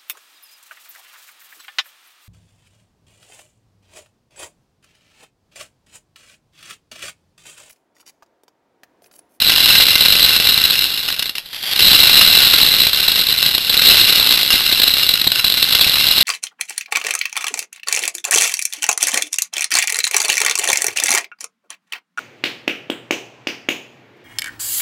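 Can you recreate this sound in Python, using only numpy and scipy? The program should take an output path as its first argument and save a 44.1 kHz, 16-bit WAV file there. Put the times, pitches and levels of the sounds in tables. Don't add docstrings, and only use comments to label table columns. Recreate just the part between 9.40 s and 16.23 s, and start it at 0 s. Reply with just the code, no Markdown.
import sys
import numpy as np
from scipy import signal
from scipy.fft import rfft, irfft
from scipy.io import wavfile
from scipy.ndimage import map_coordinates

SR = 44100
rng = np.random.default_rng(int(sys.argv[2]) if len(sys.argv) > 2 else 0)


def to_wav(s):
    ch = np.atleast_2d(s).T
    pcm = np.round(np.clip(ch, -1, 1) * 32767)
    wavfile.write(sys.argv[1], SR, pcm.astype(np.int16))


def volts_from_decibels(level):
    exponent = np.asarray(level, float) / 20
    return 10 ** exponent


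N = 301203

# frequency_hz, bandwidth_hz, level_db
JAR_MODES = [(3280, 150, -2), (3610, 270, -3.5), (2630, 620, -4), (1980, 270, -9.5), (800, 180, -12)]
# start_s, peak_db, bottle_over_funnel_db
TRICKLE_HITS = [(1.6615, -7, -24), (1.685, -7.5, -8), (1.724, -9, -10), (1.7418, -13, -8),
                (1.7643, -17, -22), (1.7931, -2, -11.5), (1.8246, -3.5, -11), (1.8568, -3, -15),
                (1.8637, -7.5, -18), (1.8929, -7, -15), (1.953, -11.5, -10), (1.9817, -14.5, -3.5),
                (2.06, -25, -12), (2.1021, -26, -17), (2.1303, -15.5, -20), (2.1444, -16, -23),
                (2.1635, -16, -19), (2.228, -14, -21), (2.2358, -14, -17), (2.271, -22, -15),
                (2.3196, -9, -21), (2.3287, -3, -15), (2.358, -5, -9.5), (2.376, -13, -16),
                (2.3903, 7.5, -13.5), (2.4223, -19, -19)]
TRICKLE_START_S = TRICKLE_HITS[0][0]
SLIDE_START_S, SLIDE_END_S = 2.03, 2.31


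def stream():
    s, size, touch = shower(count=10000, scatter_db=2.5, clump_db=-0.66, clump_hz=60.36)
    rattle = pellets(s, size, -8, touch)
    return volts_from_decibels(flow_db(np.arange(N) / SR)) * rattle / rattle.std()


def knocks():
    s, peak_db, wall_db = knock_rows()
    chance = rng.random((len(s), 5, 21))
    mean_gap_s = [.0002, .0009, .0013, .002, .003]
    delay_s = np.cumsum((.3 + chance[:, :, 0]) * mean_gap_s, axis=1)
    share_db = np.array([-8, -5, -8, -13.5, -15])
    flowing = (s < TRICKLE_START_S) | (s > SLIDE_END_S)
    builds = ((chance[:, 0, 0] < .5) & flowing)[:, None]
    size = volts_from_decibels(peak_db[:, None] + np.where(builds, np.roll(share_db, 2), share_db)).ravel()
    polarity = np.sign(chance[:, :, 1:11] - .5)
    touch = (polarity * (0.48 + 0.85 * chance[:, :, 11:])).reshape(-1, 10)
    s = (s[:, None] + delay_s).ravel()
    in_jar = (s > SLIDE_START_S) & (s < SLIDE_END_S)
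    poured = pellets(s, size * ~in_jar, np.repeat(wall_db, 5) + 5, touch)
    return poured + ring(s, size * in_jar, JAR_MODES, touch)


def knock_rows():
    # start_s, peak_db, bottle_over_funnel_db
    first_pour = [(0.0162, -1.5, -8), (0.0951, 7.5, -15), (0.16, 3.5, -18), (0.1805, 2.5, -13),
                  (0.2575, 4, -13), (0.3008, 1, -4.5), (0.331, -7, -18), (0.3504, 2.5, -8.5),
                  (0.3801, 3, -26), (0.4, 4, -25), (0.4659, 2.5, -26), (0.5048, -5, -7), (0.5538, 5.5, -8),
                  (0.5787, -3, -16), (0.6047, 4, -15), (0.6577, 6.5, -10), (0.7226, 1, -14),
                  (0.825, 6, -31), (0.8455, 4.5, -25), (0.9133, 0, -26), (0.9615, 1, -23), (1.05, -1, -20),
                  (1.0885, 6, -17), (1.1766, 6.5, -26), (1.2132, -6, -9), (1.2525, 3.5, -11),
                  (1.3695, -11, -21), (1.3906, 0.5, -15), (1.4212, -8.5, -8), (1.574, -5.5, -17)]
    flood_hits = [(2.4418, -7, -25), (2.467, 1, -12), (2.5127, 5.5, -13), (2.5446, -4.5, -9),
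                  (2.5864, 4.5, -11.5), (2.6755, 2, -19), (2.7148, 2, -21), (2.8743, 4, -14),
                  (2.9237, 3.5, -18), (3.0351, 1, -13), (3.0728, -3, -10), (3.1582, 2, -26)]
    uneven_hits = [(3.263, 3, -24), (3.3375, 4, -20), (3.4012, 1.5, -14), (3.432, -1, -11), (3.468, 5, -17),
                   (3.5316, 3.5, -16.5), (3.551, -20, -19), (3.6278, -1.5, -22), (3.6787, 4.5, -17),
                   (3.7178, 4, -17), (3.7912, 2, -26), (3.866, -0.5, -17), (3.9012, -3, -21),
                   (3.9243, 1.5, -19), (3.999, -9, -21), (4.0262, 6.5, -17), (4.0614, 0.5, -33),
                   (4.1801, 3, -32), (4.2953, 5, -19), (4.3406, 4, -15), (4.3927, 1, -9.5),
                   (4.4178, 9, -21), (4.4685, 9, -29), (4.5118, 10, -18), (4.5429, 7, -14),
                   (4.5798, 3, -19), (4.6119, 5, -28), (4.688, -5, -8), (4.7573, 0, -6.5), (4.9077, 2, -22)]
    last_shakes = [(5.1231, 0, -18), (5.3979, 3.5, -29), (5.4171, 2, -19), (5.433, 6, -14.5),
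                   (5.4758, 4.5, -12), (5.5372, 3, -25), (5.5675, 1, -18), (5.6266, 0.5, -15),
                   (5.69, 6.5, -22), (5.7357, 2, -19), (5.815, -2, -29), (5.8421, -4, -10),
                   (5.8686, 6, -20), (5.903, -8.5, -23), (5.9177, 3, -15), (5.9528, -2.5, -8.5),
                   (6.0426, 5.5, -14.5), (6.0646, -4, -11), (6.0997, 1, -27), (6.1199, 1.5, -27),
                   (6.202, -12, -10), (6.2258, 8, -15), (6.325, 2, -14), (6.3477, 6.5, -12),
                   (6.3758, -3, -18), (6.4103, 13.5, -23), (6.4434, 3, -12), (6.682, 1, -25),
                   (6.78, 4, -19), (6.8085, 4.5, -16)]
    hard = np.vstack([first_pour, TRICKLE_HITS, flood_hits, uneven_hits, last_shakes])
    hard = hard + [0, 2.5, 0]
    chance = rng.standard_normal((400, 3)).T
    s = np.cumsum(.019 * np.exp(.45 * chance[0]))
    over_flow_db = 14.5 + 2.5 * np.minimum(chance[1], 1.2)
    wall_db = -18 + 6.5 * chance[2]
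    rows = np.c_[s, flow_db(s) + over_flow_db, wall_db]
    crowded = np.abs(s[:, None] - hard[:, 0]).min(axis=1) < .012
    paused = (s > TRICKLE_START_S) & (s < SLIDE_END_S)
    rows[crowded | (s > N / SR) | paused, 1] = -99
    return np.vstack([hard, rows]).T


def flow_db(s):
    # time_s, rattle_db
    flow = [(0, -14.5), (.3, -11.5), (.9, -12.5), (1.3, -15.5), (1.7, -24), (1.9, -29.5), (1.93, -45.5),
            (2.3, -36.5), (2.41, -11), (2.75, -9), (3.4, -15), (4.27, -17.5), (4.5, -10.5), (5.04, -15),
            (5.45, -17.5), (5.95, -20), (6.4, -17), (6.83, -11.5)]
    # middle_s, length_s, change_db
    chokes = [(0.449, 0.0083, -12), (0.565, 0.021, -12), (1.002, 0.028, -6.5), (1.22, 0.021, -3.5),
              (1.49, 0.012, -2), (3.508, 0.035, -8), (3.856, .03, -4.5), (4.217, 0.056, -4),
              (5.08, 0.053, -5.5), (5.654, 0.018, -5), (5.79, 0.062, -2), (5.887, .03, -12),
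              (5.935, 0.026, -9), (5.981, 0.011, 8), (6.037, .04, -9), (6.179, 0.0091, 9),
              (5.135, 0.035, 6.5), (5.439, 0.0082, 1), (4.118, 0.046, 0), (3.197, 0.093, 2),
              (1.097, 0.013, 2)]
    change_db = sum(db * np.exp(-((s - mid) / length) ** 2 * 2) for mid, length, db in chokes)
    return curve(flow, s) + change_db


def sliding():
    # time_s, level_db
    creep = [
        (1.93, -59),
        (1.96, -23),
        (2.03, -44),
        (2.11, -43),
        (2.14, -28.5),
        (2.21, -29.5),
        (2.24, -23.5),
        (2.34, -21),
        (2.41, -33),
    ]
    s, size, touch = shower(count=20000, scatter_db=2.0, clump_db=2.0, clump_hz=29.6)
    shuffle = ring(s, size, JAR_MODES, touch)
    return volts_from_decibels(curve(creep, np.arange(N) / SR)) * shuffle / shuffle.std()


def pellets(s, size, wall_db, touch):
    # frequency_hz, level_db
    tick_spectrum = [(30, -34), (1200, -12), (1600, -4), (2400, -10), (3200, -27), (3900, 3), (4300, 16),
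                     (6000, -59)]
    # frequency_hz, bandwidth_hz, level_db
    funnel_modes = [(3941, 166.6, -1), (3610, 336, -4), (3340, 350, -9)]
    bottle_modes = [(2830, 109, -1.5), (2680, 113, -7.5), (2370, 180, -15), (2070, 84, -13.5),
                    (1593, 93, -18.5), (1489, 89, -14)]
    tick = volts_from_decibels(-6.0) * colour(clicks(s, size * touch[:, 9]), tick_spectrum)
    funnel = ring(s, size, funnel_modes, touch)
    bottle = ring(s, size * volts_from_decibels(wall_db), bottle_modes, touch[:, 3:])
    return tick + funnel + bottle


def ring(s, size, modes, touch):
    out = 0
    for k, (hz, width, db) in enumerate(modes):
        pole = np.exp((2j * np.pi * hz - np.pi * width) / SR)
        hits = clicks(s, size * touch[:, k])
        out = out + volts_from_decibels(db) * signal.lfilter([1], [1, -pole], hits).imag
    return out


def shower(count, scatter_db, clump_db, clump_hz):
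    s = rng.random(count) * N / SR
    clump = rng.standard_normal(int(N / SR * clump_hz) + 2)
    clump_at_hit = np.interp(s * clump_hz, np.arange(len(clump)), clump)
    size = volts_from_decibels(scatter_db * rng.exponential(size=count) + clump_db * clump_at_hit)
    return s, size, rng.standard_normal((count, 10))


def clicks(s, size):
    return np.bincount(np.clip((s * SR).astype(int), 0, N - 1), size, N)


def curve(rows, s):
    return np.interp(s, *np.transpose(rows))


def colour(x, points):
    hz, db = np.transpose(points)
    log_hz = np.log(np.linspace(1, SR / 2, 1025))
    cepstrum = irfft(np.interp(log_hz, np.log(hz), db) * np.log(10) / 20)
    cepstrum[1:1024] *= 2
    cepstrum[1025:] = 0
    response = irfft(np.exp(rfft(cepstrum)))[:1024]
    return signal.fftconvolve(x, response)[:N]


def thumps():
    # start_s, peak_db
    jolts = [
        (5.139, -16),
        (5.869, -14),
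        (6.466, -16),
    ]
    # frequency_hz, bandwidth_hz, level_db
    tray_modes = [(210, 150, 3), (720, 230, -0.5)]
    s, db = np.transpose(jolts)
    return ring(s, volts_from_decibels(db), tray_modes, np.ones((len(s), 2)))


def room(x, count=10):
    t60_s = .15
    t = np.arange(int(.3 * SR)) / SR
    fade = np.exp(-np.log(1000) * t / t60_s) * (t > .002)
    place = np.arange(N) // 1500 % count
    out = 0
    for k in range(count):
        echoes = fade * rng.standard_normal(len(t))
        out = out + signal.oaconvolve(x * (place == k), echoes)[:N]
    return out / np.linalg.norm(fade)


def hush():
    # frequency_hz, level_db
    hush_spectrum = [(30, -2), (100, -2), (300, -9), (800, -6), (1200, -11), (2700, -3), (4000, -6),
                     (6000, -40)]
    noise = colour(rng.standard_normal(N), hush_spectrum)
    return volts_from_decibels(-49) * noise / noise.std()


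def scene():
    near = stream() + sliding() + knocks()
    high_pass = signal.butter(3, 1150, "high", fs=SR, output="sos")
    near = signal.sosfilt(high_pass, near) + volts_from_decibels(-25.5) * near + thumps()
    background = hush()
    return (near + volts_from_decibels(-8) * room(near) + background)[None]


def top_cut(x):
    return signal.sosfilt(signal.butter(12, 15450, fs=SR, output="sos"), x)


def record(dry):
    camera_hz, frame_hz, frame_start_s = 8000, 30.047, .0318
    slip, start_phase = .4233, .02
    t = np.arange(N) / SR
    frame = np.ceil((t - frame_start_s) * frame_hz)
    tick = np.floor(camera_hz * t + start_phase + slip * frame)
    rate = camera_hz + slip * frame_hz
    held = map_coordinates(dry[0], [tick / rate * SR], order=3)
    held = np.clip(held, -0.82, 0.82)
    low_pass = signal.ellip(10, .1, 50, 15400, fs=SR, output="sos")
    smooth = signal.sosfiltfilt(low_pass, held)
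    return top_cut(smooth[None])


dry = scene()
out = record(dry)
to_wav(out)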